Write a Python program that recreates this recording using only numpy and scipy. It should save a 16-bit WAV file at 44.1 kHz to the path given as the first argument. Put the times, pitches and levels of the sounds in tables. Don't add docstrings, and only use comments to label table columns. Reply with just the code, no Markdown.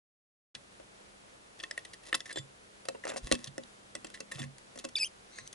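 import sys
import numpy as np
from scipy import signal
from scipy.fft import rfft, irfft
from scipy.io import wavfile
from scipy.ndimage import uniform_filter1d

SR = 44100
rng = np.random.default_rng(int(sys.argv[2]) if len(sys.argv) > 2 else 0)


def file_out(sig):
    cols = np.atleast_2d(sig).T
    lim = np.clip(cols, -1, 1)
    pcm = np.round(lim * 32767).astype(np.int16)
    wavfile.write(sys.argv[1], SR, pcm)


N = 244314

# freq_hz, level_db
AIR_TONE = [(15, -17), (25, -15), (43, -3), (75, -10.5), (118, -5), (165, -12.5), (182, -2), (197, -15),
            (267, -8), (518, -7), (884, -13), (1850, -15), (2270, -16), (8100, -20.5), (11000, -21.5),
            (14300, -105), (22000, -120)]
# freq_hz, likeness (1 same, -1 opposite)
AIR_LIKENESS = [(60, 1), (130, 0.49), (270, 0.17), (570, -0.27), (1220, -0.66), (2590, -0.35), (5500, 0.14),
                (11000, 0.57)]
# freq_hz, left_lead_radians, scattered_share (0 to 1)
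MIC_PAIR = [(96, 0.49, 0.3), (256, 1.86, 0.2), (524, 1.73, 0.7), (1280, 1.81, 0.24), (1740, 1.08, 0.04),
            (3450, 1.02, 0.36), (5830, 1.02, 0.22), (10500, 0.78, 0)]
# time_s, pitch_hz, level_db
FAR_CALL = [(5.291, 1807, -68), (5.33, 2027, -58.5), (5.367, 2128, -53), (5.41, 2092, -53.5),
            (5.435, 2040, -70), (5.471, 2024, -53)]
FAR_HARMONICS = [-2.5, 0, -1, -10]
# time_s, pitch_hz, effort_db
CHIRP = [(4.953, 4030, -55), (4.956, 3600, -20), (4.961, 3450, -24.5), (4.963, 2620, -25.5),
         (4.97, 2353, -32.5), (4.980, 2287, -37), (4.990, 2920, -29), (4.999, 2596, -31.5),
         (5.022, 2510, -25), (5.035, 2358, -27), (5.047, 2764, -27), (5.055, 3156, -29.5),
         (5.073, 3130, -32.5), (5.081, 2800, -48)]
# freq_hz, gain_db
THROAT = [(2280, 3.5), (2480, -2.5), (3100, -7), (3550, 4), (4550, 16), (4720, 0.5), (4950, 3), (5300, 0.5),
          (6200, -9), (7200, -21), (7750, -8.5), (8500, -20), (9500, -8), (10800, -21)]
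# middle_s, level_db, half_length_s
WING_BEATS = [(3.25, -36.5, 0.047), (3.336, -37.5, 0.0295)]
# pitch_hz, level_db, ring_s
# A ring time is how long a note takes to fade by 60 dB.
RIM_MODES = [(1102, 10, 0.05), (1220, 17, 0.0067), (1420, -19, 0.03), (1790, -12, 0.012),
             (1850, 13.5, 0.016), (1963, 0.5, 0.052), (2150, -31, 0.1), (2450, -1, 0.024), (2650, 8, 0.042)]
BOARD_MODES = [(322, 8.5, 0.077), (368, 6.5, 0.035), (455, 3, 0.046), (529.3, 1.5, 0.072), (615, -8, 0.069),
               (707, -4, 0.056), (920, 5.5, 0.018)]
BOWL_MODES = [(3490, 6.5, 0.12), (3220, -10, 0.031), (7330, -17, 0.21), (7430, -7, 0.1)]
# pitch_hz, focus_db
RIM_FOCUS = [(1450, 0), (1700, -11), (1850, 85)]
# freq_hz, level_db
TICK_TONE = [(1500, -23.5), (2300, -6), (2750, -1.5), (3500, 2.5), (4100, -1), (4700, 0), (5800, -3.5),
             (7000, -4), (8000, -7), (9500, -6), (11000, -7.5)]
KNOCK_TONE = [(30, -51), (200, -18), (450, 4), (800, 0), (1150, 0), (1500, 8), (2100, -7.5), (2800, -17),
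              (8000, -34)]
RASP_TONE = [(30, -70), (220, -32), (450, -3), (560, 2), (850, -3), (1500, -4), (2200, -6), (3000, -15),
             (9000, -30)]
# start_s, push_s, rock_db, flex_db
PUSHES = [(.553, 0.014, -61, -63), (2.144, .004, -64, -53.5), (2.357, 0.051, -46.5, -61),
          (3.24, .037, -53, -57), (3.468, 0.011, -47.5, -59), (4.329, 0.037, -44.5, -72),
          (4.396, 0.014, -43, -42), (4.413, 0.047, -42, -57.5), (5.4, 0.02, -56.5, -65)]
# start_s, level_db
BOWL_TAPS = [(2.329, -50), (2.359, -36), (2.372, -33.5), (4.392, -40)]
# start_s, length_s, level_db
RUSTLES = [(1.582, 0.032, -45), (1.623, 0.033, -40.5), (2.02, 0.073, -49), (2.058, 0.048, -43.5),
           (2.162, 0.064, -46.5), (2.237, 0.091, -50.5), (3.075, 0.042, -45), (3.22, 0.095, -40.5),
           (3.325, 0.035, -35), (3.36, 0.13, -48), (4.316, 0.16, -42.5), (4.77, 0.056, -48)]
RASPS = [(3.035, .115, -47), (3.157, 0.027, -46.5), (4.378, 0.037, -50.5)]
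# start_s, tick_db, knock_db, brightness_db, slip_s
STEPS = [(.55, -41, -49, -6, 0.0058), (1.6, -44.5, -47.5, -11, 0.007), (1.636, -41, -37, -7, 0.0052),
         (1.7105, -38.5, -37.5, -3.5, 0.0035), (1.777, -40.5, -34, 23, 0.0044),
         (1.791, -51.5, -62, 3, 0.0045), (1.85, -46, -48, -4.5, 0.0048), (1.934, -45, -49, 1, 0.0089),
         (2.128, -37.5, -26.5, 8, 0.0036), (2.1432, -28, -29.5, -8, 0.0066), (2.1505, -27, -37, 9, 0.0032),
         (2.2045, -41, -46, -7, 0.0039), (2.257, -46, -45.5, 2, .01), (2.292, -56, -43.5, 12, .015),
         (2.306, -45.5, -39.5, -4, 0.014), (2.3274, -42, -65, 8, 0.0034), (2.358, -45, -47, -8, 0.0097),
         (2.372, -41.5, -40.5, -5.5, .008), (2.384, -40.5, -48, -1.5, 0.0076),
         (3.038, -54, -39.5, 3, 0.0057), (3.352, -40.5, -48, -5, 0.0026), (3.443, -40, -55, 3, 0.0015),
         (3.472, -43.5, -53, -5.5, 0.01), (3.636, -51.5, -64, -4, .0015), (4.068, -51, -58, -3, 0.0054),
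         (4.141, -44, -44, 1, 0.015), (4.174, -60, -52, -1, 0.0016), (4.315, -39.5, -37.5, 12, 0.014),
         (4.357, -51, -66, -15, 0.0018), (4.391, -45.5, -50, 3, 0.011), (4.418, -46, -47, -8, 0.0028),
         (4.429, -48.5, -45, 7, 0.0035), (4.4384, -49.5, -45.5, 3, 0.0028),
         (4.583, -52.5, -62, 4.5, 0.0023), (5.385, -45.5, -41.5, -1.5, 0.0055),
         (5.476, -43.5, -76, 7, 0.00049), (5.5284, -46.5, -57.5, 3.5, 0.0035)]
# start_s, tick_db, thud_db, slip_s
PECKS = [(.799, -62, -50, .005), (1.01, -77, -58.5, 0.0097), (1.328, -76, -60, 0.0092),
         (2.854, -47.5, -52, .004), (2.886, -34.5, -34.5, 0.0039), (2.948, -60, -42, 0.0076),
         (3.052, -44, -37, 0.0035), (3.076, -42, -42.5, 0.0059), (3.087, -39.5, -43, 0.015),
         (3.1, -42.5, -42.5, 0.0027), (3.113, -52, -51.5, 0.01), (3.137, -51, -44, 0.011),
         (3.161, -48, -37, 0.0038), (3.168, -37, -49, 0.015), (3.3145, -29.5, -24, 0.0038),
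         (3.3232, -23, -32.5, 0.0023), (3.58, -42.5, -38, 0.003), (3.9519, -37.5, -43.5, 0.004),
         (3.964, -56, -48.5, 0.0025), (4.102, -52, -61, 0.0015), (4.046, -43, -43.5, 0.0046),
         (4.204, -40, -44.5, 0.0051), (4.757, -53.5, -50, 0.0053), (4.776, -50.5, -49, 0.0035),
         (4.788, -42, -66, .009), (4.8415, -43.5, -41.5, 0.011), (4.8503, -38.5, -43, 0.0028),
         (4.888, -49.5, -62, 0.0058)]
# time_s, thud_hz, flex_vs_thud_db
PECK_SPOTS = [(.8, 500, -39), (3.13, 580, -18), (3.31, 485.5, -8), (3.95, 404, -10.5), (4.85, 397, -11.5)]


def gain_of(db):
    return 10 ** (np.asarray(db) / 20)


def evened(x):
    return x / np.sqrt(np.mean(abs(x) ** 2) + 1e-20)


def look_up(table, hz, column=1):
    columns = np.transpose(table)
    return np.interp(np.log(hz + 1), np.log(columns[0] + 1), columns[column])


def add(mix, start_s, sound):
    part = mix[round(start_s * SR):][:len(sound)]
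    part += sound[:len(part)]


def wander(hz, size):
    freqs = np.fft.rfftfreq(size, 1 / SR)
    return evened(irfft(rfft(rng.standard_normal(size)) / (1 + (freqs / hz) ** 4), size))


def ring(modes, size=8192):
    t = np.arange(size) / SR
    notes = sum(gain_of(db - 60 * t / ring_s) * np.sin(2 * np.pi * hz * t) for hz, db, ring_s in modes)
    lowest_hz = min(mode[0] for mode in modes)
    return signal.sosfilt(signal.butter(2, 1.466 * lowest_hz, "high", fs=SR, output="sos"), notes)


def click(tone, size=1024):
    log_gain = np.log(gain_of(look_up(tone, abs(np.fft.fftfreq(size, 1 / SR)))))
    spectrum = np.exp(np.conj(signal.hilbert(log_gain)))
    return np.fft.ifft(spectrum).real[:size // 2]


def catches(size, per_s, spread_db):
    strength = gain_of(spread_db * np.minimum(rng.exponential(1, size), 4))
    return evened(strength * rng.standard_normal(size) * (rng.random(size) < per_s / SR))


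def tap(bodies, slip_s, first_blow):
    t = np.arange(3000) / SR
    bite = 1 - np.exp(-t / (0.29 * slip_s))
    skid = bite * np.exp(-t / (0.5 * slip_s)) * np.exp(-(t / 0.04) ** 4)
    force = catches(len(t), per_s=12000, spread_db=3.2) * skid
    force[0] += first_blow
    out = np.zeros(SR // 4)
    for body, db in bodies:
        sound = signal.fftconvolve(force, body)
        add(out, 0, gain_of(db) * sound * np.sqrt(SR / 100 / np.sum(sound ** 2)))
    return out


def mic_pair(sound, scatter, scatter_s, yard_db, yard_ring_s):
    t = np.arange(SR // 4) / SR
    hz = np.fft.rfftfreq(len(t), 1 / SR)
    fades = np.array([np.exp(-t / scatter_s), gain_of(-60 * t / yard_ring_s)])
    echoes = rng.standard_normal((2, 2, len(t))) * fades[:, None]
    near, yard = (rfft(echo / np.linalg.norm(echo, axis=1, keepdims=True)) for echo in echoes)
    share = np.clip(scatter * look_up(MIC_PAIR, hz, column=2), 0, 1)
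    lead = np.exp(0.5j * look_up(MIC_PAIR, hz) * np.array([[1], [-1]]))
    response = irfft(np.sqrt(1 - share ** 2) * lead + share * near + gain_of(yard_db) * yard, len(t))
    response = np.roll(response, 128, axis=1)
    return signal.oaconvolve(sound[None], response, axes=1)[:, 128:N + 128]


def background(air_db=-60.5, hum_hz=202.7, hum_db=-73):
    hz = np.fft.rfftfreq(N, 1 / SR)
    mid_noise, side_noise = rfft(rng.standard_normal((2, N))) * gain_of(look_up(AIR_TONE, hz))
    likeness = np.clip(look_up(AIR_LIKENESS, hz), -0.95, 0.95)
    mid = irfft(mid_noise, N)
    side = irfft(side_noise * np.sqrt((1 - likeness) / (1 + likeness)), N)
    air = np.array([mid + side, mid - side]) / np.std(mid) * gain_of(air_db - 0.5 * wander(6.7, N))
    phase = 2 * np.pi * np.cumsum(hum_hz + 1.31 * wander(4.9, N)) / SR
    hum = gain_of(hum_db + 3.1 * wander(1, N)) * np.sqrt(2) * np.sin(phase)
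    return air + hum


def far_call(waver_hz=56.4, waver=0.033, hoarseness=0.034):
    times, *columns = np.transpose(FAR_CALL)
    t, out = np.arange(times[0], times[-1], 1 / SR), np.zeros(N)
    hz, db = (np.interp(t, times, column) for column in columns)
    pitch = hz * (1 + waver * np.sin(2 * np.pi * waver_hz * t) + hoarseness * wander(800, SR)[:len(t)])
    phase = 2 * np.pi * np.cumsum(pitch) / SR
    voice = sum(gain_of(level) * np.sin(k * phase) * (1 + wander(540, SR)[:len(t)])
                for k, level in enumerate(FAR_HARMONICS, 1))
    add(out, times[0], gain_of(db) * evened(voice))
    return out


def chirp(rough_at_s=4.989, rough_half_s=0.0061, shimmer_db=2.4):
    times, *columns = np.transpose(CHIRP)
    t, out = np.arange(times[0], times[-1], 1 / SR), np.zeros(N)
    hz, effort_db = (uniform_filter1d(np.interp(t, times, column), size=60) for column in columns)
    roughness = 0.025 + np.exp(-((t - rough_at_s) / rough_half_s) ** 4)
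    jitter = (0.012 + 0.046 * roughness) * wander(680, SR)[:len(t)]
    phase = 2 * np.pi * np.cumsum(hz * (1 + jitter)) / SR
    beat = roughness * np.sin(phase / 3)
    phase += 0.87 * beat
    voice = sum(gain_of(effort_db + look_up(THROAT, k * hz)) * np.sin(k * phase) for k in range(1, 5))
    shimmer = gain_of(shimmer_db * wander(170, SR)[:len(t)])
    add(out, times[0], voice * shimmer * (1 + beat))
    return out


def wings(puff_hz=46):
    out = np.zeros(N)
    for middle_s, db, half_s in WING_BEATS:
        t = np.arange(-half_s, half_s, 1 / SR)
        puff = 0.67 * np.sin(2 * np.pi * puff_hz * t)
        gust = 0.57 * wander(95, SR)[:len(t)] * np.sin(2 * np.pi * 70 * t)
        add(out, middle_s - half_s, gain_of(db) * (puff + gust) * np.hanning(len(t)) ** 2)
    return out


def peck_pushes(push_s=0.0029, rock_vs_flex_db=-16):
    times, _, flex_db = np.transpose(PECK_SPOTS)
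    flexes = [(start_s, thud_db + np.interp(start_s, times, flex_db)) for start_s, _, thud_db, _ in PECKS]
    return [(start_s, push_s, db + rock_vs_flex_db, db) for start_s, db in flexes]


def tray(rock_hz=137, rock_ring_s=0.27, flex_hz=243, flex_ring_s=0.22):
    out, t = np.zeros(N), np.arange(SR // 2) / SR
    for start_s, push_s, rock_db, flex_db in PUSHES + peck_pushes():
        swell = np.sin(np.pi / 2 * np.minimum(t / push_s, 1)) ** 2
        for hz, db, ring_s in ((rock_hz, rock_db, rock_ring_s), (flex_hz, flex_db, flex_ring_s)):
            wobble = wander(54.3, len(t)) + 1j * wander(54.3, len(t))
            sway = 1 + 0.49 * np.exp(-t / (push_s + 0.063)) * wobble
            note = (sway * np.exp(2j * np.pi * hz * (start_s + t))).imag
            fade = gain_of(db - 60 * np.maximum(t - push_s, 0) / ring_s)
            add(out, start_s, swell * fade * note)
    return out


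def wood_spot(modes, pitch_hz, focus_db, detune):
    chance = rng.uniform(-1, 1, (len(modes), 2))
    varied = [(hz * (1 + detune * shift), db + 3 * boost - focus_db * np.log2(hz / pitch_hz) ** 2, ring_s)
              for (hz, db, ring_s), (shift, boost) in zip(modes, chance)]
    return ring(varied, size=6000)


def board(thud_hz):
    return wood_spot(BOARD_MODES, thud_hz, focus_db=15, detune=0.008)


def rim(knock_hz):
    long_note, hard_edge = (1066, -12.5, 0.19), (3450, -2.5, 0.019)  # pitch_hz, level_db, ring_s
    spot = wood_spot(RIM_MODES, knock_hz, focus_db=look_up(RIM_FOCUS, knock_hz), detune=0.016)
    return spot + ring([long_note, hard_edge], size=6000)


def tick(brightness_db, lowest_hz=2350, highest_hz=10120):
    t = np.arange(2048) / SR
    grain = gain_of(-30) * rng.standard_normal(len(t)) * np.exp(-t / 0.004)
    pitches = np.exp(rng.uniform(np.log(lowest_hz), np.log(highest_hz), size=4))
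    grain += ring([(hz, -23, 0.008) for hz in pitches], size=len(t))
    grain[0] += 1
    tilted = [(hz, db + brightness_db * np.clip(np.log2(hz / 5000), -1, 1)) for hz, db in TICK_TONE]
    return signal.fftconvolve(click(tilted), grain)


def bowl():
    out = np.zeros(N)
    for start_s, db in BOWL_TAPS:
        add(out, start_s, gain_of(db) * ring(BOWL_MODES))
        add(out, start_s, tap([(board(thud_hz=394), db - 7)], slip_s=0.0071, first_blow=7.2))
    return out


def rasps():
    out = np.zeros(N)
    for start_s, length_s, db in RASPS:
        size = int(length_s * SR)
        snaps = catches(N // 8, per_s=1300, spread_db=4.5)
        crackle = evened(signal.fftconvolve(snaps, click(RASP_TONE)))
        add(out, start_s, gain_of(db) * crackle[:size] * signal.windows.tukey(size, 0.4))
    return out


def rustles():
    force = np.zeros(N)
    for start_s, length_s, db in RUSTLES:
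        size = int(length_s * SR)
        snags = catches(N // 8, per_s=1100, spread_db=4)[:size]
        add(force, start_s, gain_of(db) * snags * signal.windows.tukey(size, 0.5))
    bodies = ((ring(RIM_MODES), -9.5), (click(TICK_TONE), -6.5), (ring(BOARD_MODES), -14))
    return sum(gain_of(db) * signal.oaconvolve(force, body / np.linalg.norm(body))[:N]
               for body, db in bodies)


def steps(knock_hz=1900, drop_hz_per_db=8.5, spread_hz=81):
    out, usual_db = np.zeros(N), np.median([row[2] for row in STEPS])
    for start_s, tick_db, knock_db, brightness_db, slip_s in STEPS:
        spot_hz = knock_hz - drop_hz_per_db * (knock_db - usual_db) + spread_hz * rng.uniform(-1.04, 1)
        bodies = [(tick(brightness_db), tick_db), (rim(spot_hz), knock_db),
                  (click(KNOCK_TONE), knock_db - 13.5), (board(thud_hz=510), knock_db - 15)]
        add(out, start_s, tap(bodies, slip_s, first_blow=1.8))
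    return out


def falling_note(thud_hz, fall_s=0.015, fade_s=0.018):
    t = np.arange(4000) / SR
    hz = 2.6 * thud_hz / (1 + t / fall_s)
    return np.sin(2 * np.pi * np.cumsum(hz) / SR) * np.sqrt(t) * np.exp(-t / fade_s)


def pecks(hollow_hz=531.7, hollow_ring_s=0.087, dulling=0.17):
    out, usual_db = np.zeros(N), np.median([row[1] for row in PECKS])
    hollow = ring([(hollow_hz, 0, hollow_ring_s)])
    times, thud_pitches, _ = np.transpose(PECK_SPOTS)
    for start_s, tick_db, thud_db, slip_s in PECKS:
        thud_hz = np.interp(start_s, times, thud_pitches)
        knock_db = (tick_db + thud_db) / 2
        brightness_db = 2.5 - dulling * (tick_db - usual_db)
        bodies = [(tick(brightness_db), tick_db), (rim(knock_hz=1440), knock_db - 3),
                  (click(KNOCK_TONE), knock_db - 12), (board(thud_hz), thud_db - 3.5),
                  (hollow, thud_db - 10), (falling_note(thud_hz), thud_db - 13)]
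        add(out, start_s, tap(bodies, slip_s, first_blow=2.4))
    return out


def claws_and_beaks():
    return steps() + pecks() + rustles() + rasps()


def scene():
    feeder = claws_and_beaks() + bowl() + tray()
    feeder = mic_pair(feeder, scatter=0.9, scatter_s=0.0008, yard_db=-15, yard_ring_s=0.13)
    feeder += gain_of(-19.5) * claws_and_beaks() * np.array([[1], [-1]])
    near_bird = mic_pair(chirp(), scatter=0.54, scatter_s=0.001, yard_db=-20, yard_ring_s=0.17)
    far_bird = mic_pair(far_call(), scatter=1.8, scatter_s=0.0055, yard_db=-7.5, yard_ring_s=0.23)
    return feeder + gain_of(-4.5) * near_bird + far_bird + wings() + background()


def record(dry, start_s=0.545, roll_off_hz=10950, cutoff_hz=12279):
    running = np.arange(N) >= start_s * SR
    rolled = signal.sosfilt(signal.cheby1(11, 0.5, roll_off_hz, fs=SR, output="sos"), dry * running)
    low_pass = signal.firwin(255, cutoff_hz, window=("kaiser", 8), fs=SR)
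    return signal.oaconvolve(rolled, low_pass[None], "same")


dry = scene()
out = record(dry)
file_out(out)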